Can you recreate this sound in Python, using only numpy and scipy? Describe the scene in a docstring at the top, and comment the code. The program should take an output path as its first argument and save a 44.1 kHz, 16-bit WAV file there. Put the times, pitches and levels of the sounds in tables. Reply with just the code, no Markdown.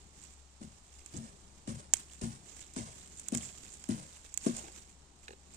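"""Footsteps among pepper plants

Eight footsteps on dry garden soil come closer: dull heel thud, rolling sole, crunch of crumbs.
Leaves brush the legs, cloth shuffles, stalks snap; a light knock follows the last step. Faint air, far hum.
Thuds, stalks and knock are swept or struck resonances; crumbs and leaves are random grains and pings;
the softer layers are shaped noise. Two microphone ports hear it all.
"""
import sys
import numpy as np
from scipy import signal
from scipy.fft import rfft, irfft, next_fast_len
from scipy.io import wavfile

SR = 44100
rng = np.random.default_rng(int(sys.argv[2]) if len(sys.argv) > 2 else 0)


def wav_out(sig):
    """Save sig, one row per channel (or a flat mono array), as 16-bit PCM at SR to the path in sys.argv[1]."""
    wavfile.write(sys.argv[1], SR, np.round(np.clip(np.atleast_2d(sig).T, -1, 1) * 32767).astype(np.int16))


N = 245195
TIME = np.arange(N) / SR

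# All levels are relative. left-right/dB > 0: louder on the left.
# outdoor air spectrum [f/Hz, level/dB per Hz]
AIR_SPECTRUM = [(20, -2.5), (48, -1), (80, -7.5), (150, -12.5), (340, -13), (520, -18.5), (800, -14),
                (1500, -21.5), (4000, -20), (8000, -25), (15000, -50)]
# trouser cloth as the legs swing [t/s, level/dB]
CLOTH_LEVEL = [(0, -71), (.04, -64.5), (.2, -69.5), (.4, -82), (.9, -76), (1.3, -60), (1.55, -68.5),
               (1.9, -65.5), (2.15, -68), (2.45, -66), (2.7, -69.5), (3.1, -64.5), (3.7, -65), (4.2, -80),
               (4.75, -67), (5.0, -71), (5.4, -70.5), (5.55, -65)]
# cloth spectrum [f/Hz, level/dB per Hz]
CLOTH_SPECTRUM = [(50, -7), (110, -1), (190, 1.5), (280, -4.5), (390, -2.5), (540, -15), (900, -15.5),
                  (2000, -27), (5000, -46)]
# stirring foliage [t/s, level/dB]
FOLIAGE_LEVEL = [(0, -63), (.4, -66), (.56, -66.5), (.8, -65.5), (1.5, -64), (1.9, -67.5), (2.4, -67),
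                 (3.0, -56), (3.6, -71), (3.86, -60.5), (4.15, -57), (4.36, -73), (4.9, -61), (5.1, -72.5),
                 (5.4, -71), (5.55, -67)]
FOLIAGE_PAN_DB = -2
# plants sweeping along the leg [loudest t/s, level/dB, build-up/s, settling/s, left-right/dB]
PLANT_SWEEPS = [(.225, -55.5, 0.05, 0.095, -5), (.955, -58, 0.057, 0.19, -3.5),
                (1.11, -57.5, 0.072, 0.15, 1), (1.96, -48.5, 0.0091, 0.073, 0),
                (2.13, -55, 0.057, 0.13, -3.5), (2.495, -59, 0.021, 0.022, -15),
                (2.608, -52, 0.12, 0.1, -3), (3.195, -53, 0.099, 0.11, -2), (3.425, -49, 0.1, 0.3, -4),
                (3.735, -54, 0.028, 0.087, -1.5), (4.01, -62, 0.0204, 0.069, 8),
                (4.25, -55.5, 0.017, 0.063, -4.5), (4.475, -45.5, 0.064, 0.044, -2.5),
                (4.576, -47.5, 0.043, 0.093, -5.5), (4.785, -52, 0.1, 0.03, -3),
                (5.23, -60.5, 0.063, 0.16, -4), (5.55, -55.5, 0.065, 0.045, -2)]
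# leaf rustle spectrum [f/Hz, level/dB per Hz]
LEAF_SPECTRUM = [(200, 7.5), (700, -1.5), (1450, 0), (2400, 4), (5000, -0.5), (7500, 3), (10000, -6),
                 (13500, -2), (16000, -14)]
# leaf edges scraping past [t/s, length/s, level/dB, left-right/dB]
LEAF_SCRAPES = [(1.164, 0.014, -59.5, -19), (1.946, 0.055, -61.5, -9), (2.597, .03, -59.5, -4),
                (3.172, 0.029, -57, 0), (3.359, 0.022, -53, -11), (3.412, 0.058, -54, -5),
                (3.7, 0.056, -61.5, -5), (4.433, 0.022, -54, -2), (4.565, 0.031, -53, -3)]
# light knock, touch by touch [t/s, tick level/dB, hollow body level/dB]
KNOCK_TOUCHES = [(5.2811, -41, -66), (5.2856, -58, -58), (5.2898, -56, -47.5), (5.3062, -49, -44),
                 (5.326, -56, -70), (5.3316, -52.5, -49.5)]
# hard shell of the knocked thing [f/Hz, level/dB, t60/s]
SHELL_MODES = [(1410, -4, .012), (1720, -1.5, 0.016), (2500, -5.5, .022), (2810, -4, .018),
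               (3840, -9, .025), (4350, -7, .02)]
# its hollow body [f/Hz, level/dB, t60/s]
BODY_MODES = [(390, 1, 0.037), (506, -3, 0.038), (830, -4, .025)]
# scuff of each touch [f/Hz, level/dB per Hz]
SCUFF_SPECTRUM = [(200, -32), (800, -4), (1300, -1), (1700, -4), (2400, 0), (3300, -6.5), (5500, -11),
                  (15000, -18)]
# stalks and dry leaves snapping [t/s, level/dB, left-right/dB, woody body level/dB, tear build-up/s]
SNAPS = [(0.238, -34.5, -18, -21, 0.0011), (1.061, -29.5, -13.5, -15, 0.0013),
         (1.591, -45.5, -7, -2.5, 0.00174), (1.9367, 0, -7.5, -19, 0.00082), (1.939, -8, -1, -16.5, 0.0013),
         (1.969, -25.5, -14, -26, 0.0014), (2.1347, -29.5, -6, -16, 0.0011),
         (2.567, -29.5, -9, -15, 0.0016), (2.614, -35, -12, -6.5, 0.0014), (2.737, -29, -3, -28, 0.0014),
         (3.196, -20, -6.5, -37, 0.002), (3.2849, -12, -7.5, -45, 0.001), (3.3228, -22, 5, -22, 0.001),
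         (3.3487, -12, -6, -16.5, 0.0011), (3.351, -17.5, -5, -12, 0.0011),
         (3.374, -18.5, -13, -24, 0.00095), (3.3804, -24, -17, -19, 0.0013),
         (3.583, -35.5, -12, -25, 0.0011), (3.7368, -26.5, -8, -35, 0.0026),
         (3.84, -31.5, -16.5, -7.5, 0.00086), (3.8893, -21.5, 13, -24, 0.0011),
         (4.341, -23, -13.5, -41, 0.00096), (4.345, -29, -18, -26, 0.00076),
         (4.3751, -12, -15, -37, 0.00088), (4.433, -33, 0, -35, 0.001), (4.463, -32, 8, -16, 0.001),
         (4.566, -21, -3, -40, 0.0013), (4.588, -31, -5, -35, 0.0013), (4.5965, -31, -8, -37, 0.001),
         (4.681, -40.5, -10, 3, 0.00144), (5.545, -30.5, -12, -24, 0.0015)]
BRITTLE_S = 0.00095  # slower tears start with a weaker crack
# cracking fibre [f/Hz, level/dB, t60/s]
FIBRE_MODES = [(6940, 4, 0.0019), (8660, 4.5, 0.00035), (13100, -15.5, 0.012), (14600, -10.5, 0.0026)]
# tearing fibres [f/Hz, level/dB per Hz]
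TEAR_SPECTRUM = [(1000, -7), (3500, 2), (5000, -5.5), (6500, 5.5), (8000, 8), (10000, 12), (15000, -21)]
# stalk ringing after a snap [f/Hz, level/dB, t60/s]
STALK_MODES = [(540, -16.5, 0.012), (910, -22, 0.027), (1600, -15.5, 0.018), (2246, -9, 0.011),
               (2635, -9.5, 0.0083), (3217, -16, 0.024), (5280, -14, 0.016)]
# clods giving way as the foot comes to a stand [t/s, level/dB]
CLODS = [(4.441, -61), (4.555, -57.5), (4.576, -51.5), (4.635, -54), (4.669, -58.5)]
# clod spectrum [f/Hz, level/dB per Hz]
CLOD_SPECTRUM = [(80, -11), (200, -12), (360, 4.5), (520, -11), (800, -1), (1200, -18), (2500, -13),
                 (6000, -29)]
# footsteps [t/s, thud level/dB, crunch level/dB, crunch left-right/dB, toe share of crunch/dB,
#   thud shares/dB: heel, heel knock, sole, deep, ground ring;
#   heel to ring/s, ring hold/s, ring release/s, ring f/Hz, ring sag/(Hz/s) (< 0 rises), ring judder (0-1)]
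STEPS = [(0.6111, -39, -58.5, -1, -10.5, -1.5, -6.5, -6, 1, -10.5, 0.029, 0.026, 0.029, 221.4, -67, 0.14),
         (1.138, -38, -54, -2, -4.5, -18, -10, 4.5, 4, -6, 0.042, 0.07, 0.0072, 227, 0, .1),
         (1.6744, -33, -49.5, 0.5, -6, -1, -8, -7, 3, -7.5, .022, 0.027, 0.025, 230.7, 105, 0.22),
         (2.213, -29, -48, 1, -9.5, -11, -6.5, -5.5, 3, -7.5, 0.019, 0.039, 0.031, 232.3, 65, 0.23),
         (2.762, -34.5, -46.5, -0.5, -9.5, 0, 0, 1, 3, -6.5, 0.022, 0.022, 0.027, 242, 300, 0.13),
         (3.3213, -30, -48.5, 3.5, -16, 3.5, -2, -5, 0.5, -4.5, 0.023, 0.027, 0.014, 239, 200, 0.11),
         (3.8884, -24, -46.5, -0.5, -8, 0, -12, -6.5, -3, -12, .022, 0.021, 0.024, 237.4, 408, 0.18),
         (4.461, -21.5, -45, 1, -8.5, 1, 1.5, -4, -11, -14.5, 0.029, 0.011, 0.038, 244.5, 200, .1)]
# crumbs breaking [f/Hz, level/dB per Hz]
CRUMB_SPECTRUM = [(200, -5), (600, 9), (1200, 2), (2200, 1), (4000, -0.5), (6000, 0.5), (9000, 1.5),
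                  (15000, -29)]
# crumbs: heel presses, holds, lets go; toe pushes off; loose crumbs trickle on
HEEL_ATTACK_S, HEEL_HOLD_S, HEEL_RELEASE_S = 0.00069, 0.029, 0.035
TOE_AFTER_S, TOE_WIDTH_S = 0.12, 0.036
TRICKLE_DB, TRICKLE_S = -14.5, 0.29
# heel on packed soil [f/Hz, level/dB, t60/s]
HEEL_KNOCK_MODES = [(368, -1.5, 0.15), (488, -2, 0.063), (579, -3, 0.031), (608, 8, 0.025),
                    (674, -7, 0.076)]
# rolling sole bumping on lumps [t/s, level/dB, f/Hz]
SOLE_BUMPS = [(0.6079, -42, 210), (0.627, -41, 230), (1.1542, -41, 201), (1.1685, -30.5, 103),
              (1.690, -28.5, 160), (2.2299, -35, 210), (2.780, -31, 261), (3.928, -40, 190),
              (4.497, -33, 200)]
# weaker ground modes around the main ring [f/Hz, level/dB, t60/s]
GROUND_MODES = [(129, -7.5, 0.12), (182.6, -17.5, 0.23), (308, -23.5, 0.52), (376, -15, 0.066),
                (644, -38, .10)]
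# sole pressing into soil [f/Hz, level/dB per Hz]
SOLE_SPECTRUM = [(40, -33.5), (120, -2), (240, -1.5), (370, -2), (470, -14.5), (650, -39), (950, -27),
                 (2000, -51)]
# body weight shaking the deeper ground [f/Hz, level/dB per Hz]
DEEP_SPECTRUM = [(20, -26.5), (55, -12), (120, -3), (160, -4), (230, -11.5), (500, -36.5)]
# microphone ports, each with its own treble resonance [f/Hz, left level/dB, right level/dB]
PORTS = [(60, 5, -0.5), (450, 3, -2), (1150, 4.5, 0.5), (2530, -3.5, 0.5), (4460, -2, 2.5),
         (6700, -3.5, 7.5), (7350, 3.5, 11), (8000, -2, 8.5), (8540, 11, -0.5), (9490, 4, -15.5),
         (10470, -14.5, -13), (12600, -4, -9.5), (15100, -13, -11.5), (16400, -14, -13.5)]
PORT_LAG_S, BASS_LAG_S = 0.00032, 0.00036
CUTOFF_HZ = 16400


def from_db(db):
    """Decibels to gain."""
    return 10 ** (np.asarray(db) / 20)


def rms_one(x):
    """Scale to an rms of 1."""
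    return x / np.sqrt(np.mean(x ** 2) + 1e-20)


def butter(x, order, edge_hz, kind="low"):
    """Butterworth low-pass or high-pass."""
    return signal.sosfilt(signal.butter(order, edge_hz, kind, fs=SR, output="sos"), x)


def soften(x, edge_hz):
    """A soft contact carries little treble: low-pass."""
    return butter(x, 2, edge_hz)


def colour(x, spectrum):
    """Causal minimum-phase filter through (f/Hz, level/dB) points, by folding the cepstrum."""
    size = next_fast_len(N + SR // 10, True)
    size += size % 2
    hz, db = np.transpose(spectrum)
    grid_hz = np.maximum(np.arange(size // 2 + 1) * SR / size, 1)
    gain = from_db(np.interp(np.log(grid_hz), np.log(hz), db))
    cepstrum = irfft(np.log(gain))
    cepstrum[1:size // 2] *= 2
    cepstrum[size // 2 + 1:] = 0
    response = np.exp(rfft(cepstrum))
    return irfft(rfft(x, size) * response)[..., :N]


def coloured_noise(spectrum):
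    """Shaped noise with an rms of 1."""
    return rms_one(colour(rng.standard_normal(N), spectrum))


def drift(per_s):
    """Slow random curve, rms 1, with per_s knots a second."""
    knots = rng.standard_normal(4096)
    return rms_one(np.interp(TIME * per_s, np.arange(len(knots)), knots))


def panned(x, pan_db):
    """Make the left channel pan_db louder than the right."""
    return x * from_db([[pan_db / 2], [-pan_db / 2]])


def from_right(x, lag_s=PORT_LAG_S):
    """A sound from the right reaches the left port later."""
    return np.array([np.interp(TIME - lag_s, TIME, x), x])


def clicks(times, heights):
    """One click of the given height at each time."""
    out = np.zeros(N)
    out[np.clip(np.round(times * SR).astype(int), 0, N - 1)] = heights
    return out


def ring(push, hz, t60):
    """Two-pole resonator: a unit click sets a decaying sine of height 1 ringing."""
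    r = np.exp(-np.log(1000) / (t60 * SR))
    w = 2 * np.pi * hz / SR
    return signal.lfilter([0, np.sin(w)], [1, -2 * r * np.cos(w), r * r], push + 1e-18)


def struck(modes, times, level_db, vary_db):
    """Each blow rings each mode with its own strength; neighbouring modes start in opposite directions."""
    out = np.zeros(N)
    for k, (hz, db, t60) in enumerate(modes):
        blow_db = level_db + db + vary_db * rng.standard_normal(len(times))
        out += (-1) ** k * ring(clicks(times, from_db(blow_db)), hz, t60)
    return out


def swell(start, rise_s):
    """Envelope that reaches 1 after rise_s and dies away."""
    age = np.maximum(TIME - start, 0) / rise_s
    return age * np.exp(1 - np.minimum(age, 50))


def bursts(spectrum, times, level_db, rise_s):
    """Countless tiny contacts, as shaped noise that swells and dies away after each time."""
    envelope = sum(from_db(db) * swell(t, rise) for t, db, rise in np.broadcast(times, level_db, rise_s))
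    return envelope * coloured_noise(spectrum)


def fracture_sizes(spread_db):
    """Uneven sizes with an exponential spread in dB."""
    return from_db(spread_db * np.minimum(rng.exponential(1, N), 4))


def grains(per_s, spread_db, clump_db, alike_below_hz):
    """Tiny fractures in clumps; lows reach both ports alike but for a lag, highs differ."""
    sizes = fracture_sizes(spread_db) * from_db(clump_db * drift(140))
    pops = (rng.random(N) < per_s / SR) * sizes * rng.standard_normal((3, N))
    lows = from_right(soften(pops[0] + 1e-18, alike_below_hz))
    highs = butter(pops[1:] + 1e-18, 2, alike_below_hz, "high")
    return rms_one(lows + highs)


def pings(per_s, low_hz, high_hz, cycles, spread_db, count=20):
    """Random tiny fractures, each ringing at one of count pitches, down 60 dB after the given cycles."""
    sizes = fracture_sizes(spread_db) * rng.choice([-1, 1], N)
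    pops = sizes * (rng.random(N) < per_s / SR)
    pitch = rng.integers(0, count, N)
    out = np.zeros(N)
    for k, hz in enumerate(np.geomspace(low_hz, high_hz, count)):
        out += ring(pops * (pitch == k), hz, cycles / hz) * np.sqrt(hz)
    return rms_one(out)


def air(level_db=-65.0, alike_below_hz=650, waver_db=0.53):
    """Distant outdoor rumble, alike at both ports in the bass, under a thin unrelated hiss."""
    low = butter(rng.standard_normal(N), 1, alike_below_hz)
    high = butter(rng.standard_normal((2, N)), 1, alike_below_hz, "high")
    return from_db(level_db + waver_db * drift(9.9)) * rms_one(colour(low + high, AIR_SPECTRUM))


def hum(hz=68.4, level_db=-63, wander_hz=1.64, waver_db=2.0):
    """A far motor: one sine, wavering a little in pitch and level."""
    turns = np.cumsum(hz + wander_hz * drift(5.3)) / SR
    return from_db(level_db + waver_db * drift(8.2)) * np.sin(2 * np.pi * turns)


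def cloth(flap_db=0.5):
    """Loose trouser cloth: dull, uneven shuffle of shaped noise."""
    level_db = np.interp(TIME, *np.transpose(CLOTH_LEVEL)) + flap_db * drift(22)
    return from_right(from_db(level_db) * coloured_noise(CLOTH_SPECTRUM), BASS_LAG_S)


def crackle():
    """Bright ticks of leaf veins catching on cloth, different at each port."""
    return np.array([pings(per_s=600, low_hz=6400, high_hz=9400, cycles=30, spread_db=2.5)
                     for port in range(2)])


def sweep(peak_s, build_s, settle_s):
    """Envelope of a plant brushed by the leg: grows to 1 at peak_s, then settles."""
    distance = np.maximum((peak_s - TIME) / build_s, (TIME - peak_s) / settle_s)
    return np.exp(-np.minimum(distance, 20))


def leaves(level_db=-5.0, crackle_db=-11, catch_db=-13):
    """Leaves slide over cloth: hiss of grains, crackle and lone catches swell with each plant passed."""
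    stirring = from_db(np.interp(TIME, *np.transpose(FOLIAGE_LEVEL)))
    power = panned(stirring, FOLIAGE_PAN_DB) ** 2
    for s, db, build_s, settle_s, pan_db in PLANT_SWEEPS:
        power = power + panned(from_db(db) * sweep(s, build_s, settle_s), pan_db) ** 2
    hiss = grains(per_s=8000, spread_db=1.0, clump_db=2.0, alike_below_hz=820)
    rustle = rms_one(colour(hiss, LEAF_SPECTRUM))
    catches = from_right(pings(per_s=110, low_hz=2200, high_hz=8800, cycles=26, spread_db=2.5))
    mix = from_db(level_db) * rustle + from_db(crackle_db) * crackle() + from_db(catch_db) * catches
    flutter = from_db(1.3 * drift(28))
    return np.sqrt(power) * flutter * mix


def scrapes(edge_s=0.0022):
    """A leaf edge catches, crackles along the cloth and slips off."""
    grip = 0
    for s, length_s, db, pan_db in LEAF_SCRAPES:
        inside_s = np.minimum(TIME - s, s + length_s - TIME)
        grip = grip + panned(from_db(db) * np.clip(inside_s / edge_s + .5, 0, 1), pan_db)
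    return grip * crackle()


def knock(scuff_db=-8, body_after_s=0.0012, pan_db=-5):
    """A light thing is bumped and rattles to rest: each touch scuffs, rings the shell, then the hollow body."""
    s, tick_db, body_db = np.transpose(KNOCK_TOUCHES)
    shell = struck(SHELL_MODES, s, tick_db, vary_db=1.5)
    scuff = bursts(SCUFF_SPECTRUM, s, tick_db + scuff_db, rise_s=0.0018)
    body = struck(BODY_MODES, s + body_after_s, body_db, vary_db=0.5)
    return panned(from_right(shell + scuff + body), pan_db)


def snaps(crack_db=-11, stalk_db=-4, tear_db=-25, flutter_db=-50, flutter_s=0.0057):
    """A fibre cracks, its neighbours tear for milliseconds, the stalk rings and the leaf flutters."""
    s, snap_db, pan_db, body_db, tear_s = np.transpose(SNAPS)
    tear_s = np.maximum(tear_s, 3e-4)
    sharp_db = 20 * np.log10(np.minimum(BRITTLE_S / tear_s, 1))
    out = []
    for side in (1, -1):
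        level_db = snap_db + side * pan_db / 2
        crack = struck(FIBRE_MODES, s, level_db + crack_db + sharp_db, vary_db=1.5)
        tearing = bursts(TEAR_SPECTRUM, s, level_db + tear_db, tear_s)
        flutter = bursts(TEAR_SPECTRUM, s, level_db + flutter_db, flutter_s)
        stalk = struck(STALK_MODES, s + tear_s, level_db + body_db + stalk_db, vary_db=2.0)
        out.append(crack + tearing + flutter + stalk)
    return np.array(out)


def clods(rise_s=0.012):
    """Lumps of earth collapse with short dull puffs of noise."""
    s, level_db = np.transpose(CLODS)
    return from_right(bursts(CLOD_SPECTRUM, s, level_db, rise_s))


def first_touch(share_db=-2, rise_s=0.00089, after_s=0.0016):
    """The heel edge scrapes the crust in one crisp instant as it lands."""
    s, _, crunch_db, *_ = np.transpose(STEPS)
    return from_right(bursts(CRUMB_SPECTRUM, s + after_s, crunch_db + share_db, rise_s))


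def pressure(age, toe_db):
    """How hard a foot works the crumbs, age seconds after the heel lands."""
    landed = np.clip(1 + age / HEEL_ATTACK_S, 0, 1)
    heel = np.exp(-np.maximum(age - HEEL_HOLD_S, 0) / HEEL_RELEASE_S)
    toe = from_db(toe_db) * np.exp(-.5 * ((age - TOE_AFTER_S) / TOE_WIDTH_S) ** 2)
    trickle = from_db(TRICKLE_DB) * np.exp(-(age / TRICKLE_S) ** 2)
    return landed * np.sqrt(heel ** 2 + toe ** 2 + trickle ** 2)


def crunch(level_db=-0.5, grit_db=-12):
    """Dry crumbs break under the heel, then again as weight moves forward; coarser grit clicks among them."""
    s, _, crunch_db, pan_db, toe_db, *_ = np.transpose(STEPS)
    load = sum(panned(from_db(db) * pressure(TIME - t, toe), pan)
               for t, db, pan, toe in zip(s, crunch_db, pan_db, toe_db))
    fractures = grains(per_s=5000, spread_db=1.2, clump_db=2.1, alike_below_hz=2100)
    crumbs = rms_one(colour(fractures, CRUMB_SPECTRUM))
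    grit = from_right(pings(per_s=260, low_hz=1150, high_hz=5500, cycles=32, spread_db=2.5))
    return load * (from_db(level_db) * crumbs + from_db(grit_db) * grit)


def off_the_legs(x, lag_s=0.0019, sway_s=0.0003, share=.4):
    """A swaying echo off the moving legs gives each step a slightly different hollow colour."""
    late = TIME - lag_s - sway_s * drift(1.8)
    echo = np.array([np.interp(late, TIME, port) for port in x])
    return (x + share * echo) / np.hypot(1, share)


def heel_blow(start, first_hz=385, last_hz=205, give_s=0.0048, peak_s=0.0075):
    """Soft soil gives way under the heel: a blow of a few cycles with falling pitch."""
    age = np.maximum(TIME - start, 0)
    turns = last_hz * age + (first_hz - last_hz) * give_s * (1 - np.exp(-age / give_s))
    return swell(start, peak_s) ** 4 * np.sin(2 * np.pi * turns)


def ground_ring(start, hold_s, release_s, hz, sag_hz_per_s, judder,
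                attack_s=0.0038, wobble_hz=4, rough_db=1.0, judder_s=0.042):
    """The loaded ground booms on one gliding low note; at first every other swing is stronger."""
    age = np.clip(TIME - start, 0, .4)
    release = np.exp(-np.maximum(TIME - start - hold_s, 0) / release_s)
    envelope = np.minimum(age / attack_s, 1) * release
    pitch_hz = hz - sag_hz_per_s * age + wobble_hz * drift(60)
    turns = np.cumsum((age > 0) * pitch_hz) / SR
    uneven = 1 + 2 * judder * np.exp(-(age / judder_s) ** 2) * np.cos(np.pi * turns)
    return envelope * uneven * from_db(rough_db * drift(90)) * np.sin(2 * np.pi * turns)


def sole_bumps(cycles=3.6, edge_hz=410):
    """The rolling sole bumps down on lumps: short low resonances."""
    bumps = sum(ring(clicks(np.array([t]), from_db(db)), hz, cycles / hz) for t, db, hz in SOLE_BUMPS)
    return soften(bumps, edge_hz)


def thuds(sink_s=0.00368, knock_db=-12.0, sole_rise_s=0.016, sole_db=-13.0,
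          deep_rise_s=0.039, deep_db=-18, high_pass_hz=60):
    """Heel gives a short dull blow, sole rolls over the lumps, forefoot sets the ground ringing."""
    (s, thud_db, _, _, _, heel_db, firm_db, roll_db, weight_db, ring_db,
     forefoot_s, *ring_shape) = np.transpose(STEPS)
    heel = sum(from_db(db) * heel_blow(t) for t, db in zip(s, thud_db + heel_db))
    firm = struck(HEEL_KNOCK_MODES, s + sink_s, thud_db + firm_db + knock_db, vary_db=2.0)
    firm = soften(firm, edge_hz=1060)
    ring_s, ring_level_db = s + forefoot_s, thud_db + ring_db
    boom = sum(from_db(db) * ground_ring(*step) for db, *step in zip(ring_level_db, ring_s, *ring_shape))
    forefoot = soften(struck(GROUND_MODES, ring_s, ring_level_db, vary_db=5.0), edge_hz=630)
    # high-pass keeps the contacts' low thump free of sub-bass
    contacts = butter(heel + firm + sole_bumps() + boom + forefoot, 1, high_pass_hz, "high")
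    sole = bursts(SOLE_SPECTRUM, s, thud_db + roll_db + sole_db, sole_rise_s)
    deep = bursts(DEEP_SPECTRUM, s, thud_db + weight_db + deep_db, deep_rise_s)
    return from_right(contacts + sole + deep, BASS_LAG_S)


def scene():
    """The walk through the plants, in the open air."""
    background = air() + hum()
    plants = leaves() + scrapes() + snaps()
    soil = off_the_legs(first_touch() + crunch()) + clods()
    return background + cloth() + plants + knock() + soil + thuds()


def record(dry):
    """Each port colours its channel; a steep low-pass cuts the top."""
    ports = np.array(PORTS)
    left = colour(dry[0], ports[:, [0, 1]])
    right = colour(dry[1], ports[:, [0, 2]])
    low_pass = signal.ellip(10, .1, 80, CUTOFF_HZ, fs=SR, output="sos")
    return signal.sosfilt(low_pass, np.array([left, right]))


dry = scene()
out = record(dry)
wav_out(out)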